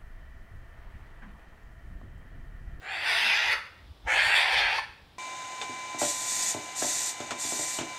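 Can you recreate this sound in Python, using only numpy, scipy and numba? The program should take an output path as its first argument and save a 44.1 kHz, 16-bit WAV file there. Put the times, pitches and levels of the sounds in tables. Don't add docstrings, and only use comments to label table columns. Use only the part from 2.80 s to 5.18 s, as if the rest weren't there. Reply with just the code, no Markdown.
import sys
import numpy as np
from scipy import signal
from scipy.fft import rfft, irfft
from scipy.io import wavfile
from scipy.ndimage import uniform_filter1d, map_coordinates
from numba import njit

SR = 44100
rng = np.random.default_rng(int(sys.argv[2]) if len(sys.argv) > 2 else 0)


def persist_wave(psi):
    counts = np.round(np.clip(psi, -1, 1) * 32767).astype(np.int16)
    wavfile.write(sys.argv[1], SR, np.atleast_2d(counts).T)


N = 105090
T = np.arange(N) / SR


def from_db(db):
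    return 10 ** (np.asarray(db) / 20)


def rms_one(x):
    return x / np.sqrt(np.mean(x ** 2) + 1e-20)


def evened(x, samples):
    return x / np.sqrt(uniform_filter1d(uniform_filter1d(x ** 2, samples), samples) + 1e-12)


def in_time(rows):
    times_s, *columns = np.transpose(rows)
    return [np.interp(T, times_s, c) for c in columns]


def at_hz(rows, hz):
    rows_hz, *columns = np.transpose(rows)
    return [np.interp(np.log(hz + 1e-9), np.log(rows_hz), c) for c in columns]


def swell(peak_s, sigma_s):
    return np.exp(-.5 * ((T - peak_s) / sigma_s) ** 2)


def wobble(rate_hz):
    lowpass = signal.butter(2, rate_hz, fs=SR, output="sos")
    return rms_one(signal.sosfilt(lowpass, rng.standard_normal(N)))


@njit
def sweep(x, w, a):
    y = np.zeros(len(x))
    for i in range(2, len(x)):
        y[i] = (a * (x[i] - x[i - 2]) + 2 * np.cos(w[i]) * y[i - 1] - (1 - a) * y[i - 2]) / (1 + a)
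    return y


def resonance(x, hz, width_hz):
    return sweep(x, 2 * np.pi * hz / SR * np.ones(N), np.pi * width_hz / SR)


def steep(x, hz, width_hz):
    return resonance(resonance(x, hz, width_hz), hz, width_hz)


def noise_band(hz, width_hz, samples):
    return evened(steep(rng.standard_normal(N), hz, width_hz), samples)


def background():
    # f/Hz, relative density/dB
    spectrum = [(25, -6.5), (100, 1.5), (200, -7.5), (400, -11), (900, -11), (1500, -17.5), (2600, -19),
                (3500, -13.5), (4400, -20.5), (5200, -21.5), (6200, -31.5), (10000, -34), (14000, -37),
                (16000, -35)]
    density_db, = at_hz(spectrum, np.fft.rfftfreq(N, 1 / SR))
    hush = irfft(rfft(rng.standard_normal(N)) * from_db(density_db), N)
    return from_db(-58) * rms_one(hush)


def syrinx(start_s):
    snaps_per_s, jitter, spread_db = 310, 0.3, 0.5
    air_db, air_build_s, air_decay_s, air_floor = -1.5, 0.03, 0.0032, 0.24
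    gap_draws, level_draws = rng.standard_normal((2000, 2)).T
    onsets = (np.cumsum(np.exp(jitter * gap_draws)) / snaps_per_s * SR).astype(int)
    inside = onsets < N
    snaps = np.zeros(N)
    snaps[onsets[inside]] = from_db(spread_db * np.clip(level_draws[inside], -2, 2))
    spurts = rms_one(signal.lfilter([1], [1, -np.exp(-1 / (air_decay_s * SR))], snaps))
    turbulence = rms_one((spurts + air_floor) * rng.standard_normal(N))
    build_up = 1 - np.exp(-np.maximum(T - start_s, 0) / air_build_s)
    return rms_one(snaps) + from_db(air_db) * build_up * turbulence


def overtones(x):
    spacing_hz, repeat_gain, swing, swing_hz = 397.8, 0.32, 0.0868, 3.93
    period_s = np.exp(swing * wobble(swing_hz)) / spacing_hz
    return x + repeat_gain * map_coordinates(x, [(T - period_s) * SR], order=3)


def quiver(hz):
    depth, knee_hz = 0.037, 3130
    return hz + depth * min(hz, knee_hz) * wobble(rate_hz=23.5)


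def screech(levels, shape, throat):
    trims_db = [-2.07, -0.93, -1.63, 0.36, -1.36]
    attack_s, release_s, notch_depth = 0.011, 0.0045, 0.78
    start_s, end_s = levels[0][0], levels[-1][0]
    core_db, low_db, edge_db, rasp_db, treble_db = in_time(levels)
    stretch, notch_hz = in_time(shape)
    source = overtones(syrinx(start_s))
    source = source - notch_depth * resonance(source, notch_hz, width_hz=4000)
    call = 0
    for modes, offset_db, trim_db in zip(throat, (low_db, 0, edge_db, rasp_db, treble_db), trims_db):
        register = 0
        for k, (hz, width_hz, db) in enumerate(modes):
            ring = steep(source, quiver(hz) * stretch, width_hz)
            register += (-1) ** k * from_db(db) / np.sqrt(width_hz) * ring
        call += from_db(core_db + offset_db + trim_db) * evened(register, samples=600)
    return call * np.exp(np.minimum(T - start_s, 0) / attack_s - np.maximum(T - end_s, 0) / release_s)


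def cockatoo():
    # t/s, core level/dB, then low, edge, rasp, treble/dB re core
    first_levels = [(0.025, -48.5, -3.5, -13, -16, -19), (0.083, -37, -9, -12, -18, -37),
                    (0.123, -34.5, -6, -9.5, -22, -26), (0.213, -34.5, -10, -9, -14.5, -26),
                    (0.285, -26.5, -10, -5, -10.5, -20.5), (0.489, -27.5, -10.5, -5, -11, -22),
                    (0.533, -24.5, -11, -13, -13.5, -29), (0.567, -28.5, -11, -5, -6.5, -20),
                    (0.585, -26.5, -12, -4, -14, -28), (0.679, -29, -6, -9, -13, -23.5),
                    (0.701, -27.5, -11, -11, -12.5, -27), (0.729, -24.5, -21, -7, -12, -20.5),
                    (0.745, -33.5, -16, -7, -5, -28)]
    second_levels = [(1.262, -55.5, 7.5, -2, -15, -26), (1.276, -31, 1, -17, -24, -23),
                     (1.3, -24.5, -11, -17, -26, -21.5), (1.364, -25, -4, -6, -16.5, -20),
                     (1.402, -21, -14.5, -8.5, -16.5, -27.5), (1.444, -27, -7, -5, -13, -16.5),
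                     (1.536, -22, -12, -13.5, -24, -24.5), (1.562, -22, -10.5, -0.5, -14.5, -17.5),
                     (1.676, -27, -4.5, -10.5, -15.5, -28.5), (1.746, -27.5, -4, -2, -7.5, -19.5),
                     (1.756, -24, -8.5, -4.5, -24, -31), (1.782, -25, -5.5, -4.5, -9.5, -23.5),
                     (1.864, -26.5, -7.5, -8, -22, -33.5), (1.986, -32.5, -0.5, -8, -6.5, -21.5),
                     (1.995, -28.5, -6, -15, -17, -26)]
    # t/s, resonance stretch/ratio, antiresonance/Hz
    first_shape = [(.02, 0.77, 5400), (.13, 0.96, 5940), (.3, .99, 6750), (.51, 1.056, 7600),
                   (.57, 0.996, 9000), (.75, 1.024, 7750)]
    second_shape = [(1.27, 0.86, 4320), (1.35, .97, 5070), (1.41, 0.98, 6230), (1.52, 0.98, 6200),
                    (1.618, 1.026, 6600), (1.79, 0.96, 7440), (2.0, 0.995, 7320)]
    # unstretched f/Hz, width/Hz, relative level/dB
    first_throat = [
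        [(435, 214, -12), (642, 130, -3), (867, 195, 4.5), (1100, 190, -5.5)],
        [(1385, 410, -9), (1894, 470, 0.5), (2670, 800, 1.5)],
        [(3360, 650, 0)],
        [(4630, 730, 2), (6100, 300, -10.5)],
        [(7300, 930, 4.5), (8960, 480, -0.5), (9970, 740, -3.5), (11500, 1800, -9), (14200, 3100, -11.5)],
    ]
    second_throat = [
        [(419, 128, -18.5), (581, 153, -9), (871, 314, 4), (1060, 170, -5.5)],
        [(1277, 360, -8), (1783, 420, 3), (2507, 740, 7)],
        [(3220, 670, 0)],
        [(4460, 510, -10.5), (5840, 1400, -21)],
        [(7250, 590, 5.5), (8580, 1200, 0.5), (9880, 540, -5.5), (11330, 2100, -11.5), (14400, 3200, -13.5)],
    ]
    first = screech(first_levels, first_shape, first_throat)
    return first + screech(second_levels, second_shape, second_throat)


def echoes(x):
    # initial delay/s, gain/dB
    reflections = [(.0063, -13), (.0185, -9), (.036, -15), (.058, -14), (.135, -25)]
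    cutoff_hz, drift_s_per_s = 13000, 0.0025
    dull = signal.lfilter(*signal.butter(1, cutoff_hz, fs=SR), x)
    reflected = 0
    for k, (initial_s, db) in enumerate(reflections):
        delay_s = initial_s + (-1) ** k * drift_s_per_s * T
        reflected += from_db(db) * map_coordinates(dull, [(T - delay_s) * SR], order=3)
    return reflected


def garden(x):
    # f/Hz, level/dB, T60/s
    scatter = [(316, -13, 0.99), (740, -14.5, 0.53), (1400, -3, 0.54), (1900, -13, 0.69), (3570, -7.5, 0.5),
               (6000, -10.5, 0.51), (10100, -5.5, 0.4), (15000, -13, 0.51)]
    tail_s, build_s = T[:SR * 3 // 4], 0.0037
    edges_hz = np.geomspace(200, 16000, 13)
    centres_s, step_s = np.linspace(0, T[-1], 20, retstep=True)
    responses = 0
    for low_hz, high_hz in zip(edges_hz, edges_hz[1:]):
        db, t60_s = at_hz(scatter, np.sqrt(low_hz * high_hz))
        decay = from_db(-60 * tail_s / t60_s) * (1 - np.exp(-tail_s / build_s))
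        tails = rng.standard_normal((len(centres_s), len(tail_s))) * decay / np.linalg.norm(decay)
        band = signal.butter(2, [low_hz, high_hz], "band", fs=SR, output="sos")
        responses += from_db(db) * signal.sosfilt(band, tails)
    diffuse = 0
    for centre_s, response in zip(centres_s, responses):
        crossfade = np.sqrt(np.maximum(1 - abs(T - centre_s) / step_s, 0))
        diffuse += signal.fftconvolve(x * crossfade, response)[:N]
    return diffuse


def squeals_and_bark():
    # t/s, sigma/s, f/Hz, glide/(Hz/s), width/Hz, level/dB, send gain/dB
    bursts = [(0.14, 0.062, 7380, 2600, 380, -60, -6), (0.17, .05, 4540, 1500, 170, -49.5, 2),
              (0.15, 0.021, 3540, 0, 140, -45, -6), (0.491, 0.042, 2530, -4200, 200, -28, 1),
              (.708, 0.023, 1932, 0, 159, -26.5, -3), (0.734, .012, 1240, 6, 805, -35.5, 5.5),
              (0.73, 0.027, 550, 5, 233, -45, 2), (1.332, 0.031, 6500, 7000, 1200, -47.5, -6),
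              (1.485, 0.043, 4500, -4, 200, -41.5, -3), (1.788, 0.012, 3510, 3, 200, -29, -10),
              (1.842, 0.063, 4290, 2900, 109, -40.5, -7), (1.987, 0.0042, 1077, 2, 109, -28.5, -8)]
    direct, sent = 0, 0
    for peak_s, sigma_s, hz, glide_hz_per_s, width_hz, db, send_db in bursts:
        centre_hz = hz + glide_hz_per_s * np.clip(T - peak_s, -2 * sigma_s, 2 * sigma_s)
        burst = from_db(db) * swell(peak_s, sigma_s) * noise_band(centre_hz, width_hz, samples=500)
        direct += burst
        sent += from_db(send_db) * burst
    return direct, sent


def thud():
    envelope = from_db(-52.5) * swell(peak_s=0.473, sigma_s=0.03)
    return envelope * noise_band(hz=238, width_hz=73, samples=900)


def breeze():
    # t/s, sigma/s, level/dB
    puffs = [(0.678, 0.023, -52), (.78, 0.018, -52.5), (1.062, 0.051, -50.5), (1.108, 0.014, -44),
             (1.26, 0.012, -37.5), (1.39, 0.16, -53.5), (1.474, 0.0091, -45), (1.765, 0.022, -47.5),
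             (1.85, 0.044, -48), (2.097, 0.0053, -51), (2.23, .01, -53)]
    floor_db = -64.5
    puff_power = sum((from_db(db) * swell(peak_s, sigma_s)) ** 2 for peak_s, sigma_s, db in puffs)
    envelope = np.sqrt(from_db(floor_db) ** 2 + puff_power)
    return envelope * noise_band(hz=55, width_hz=48.6, samples=1200)


def scene():
    calls = cockatoo()
    accents, accents_sent = squeals_and_bark()
    radiated = calls + accents_sent
    bird = calls + accents + echoes(radiated) + garden(radiated)
    return (bird + thud() + breeze() + background())[None]


def record(dry):
    cutoff_hz = 15700
    return signal.sosfilt(signal.ellip(12, .1, 80, cutoff_hz, fs=SR, output="sos"), dry)


dry = scene()
out = record(dry)
persist_wave(out)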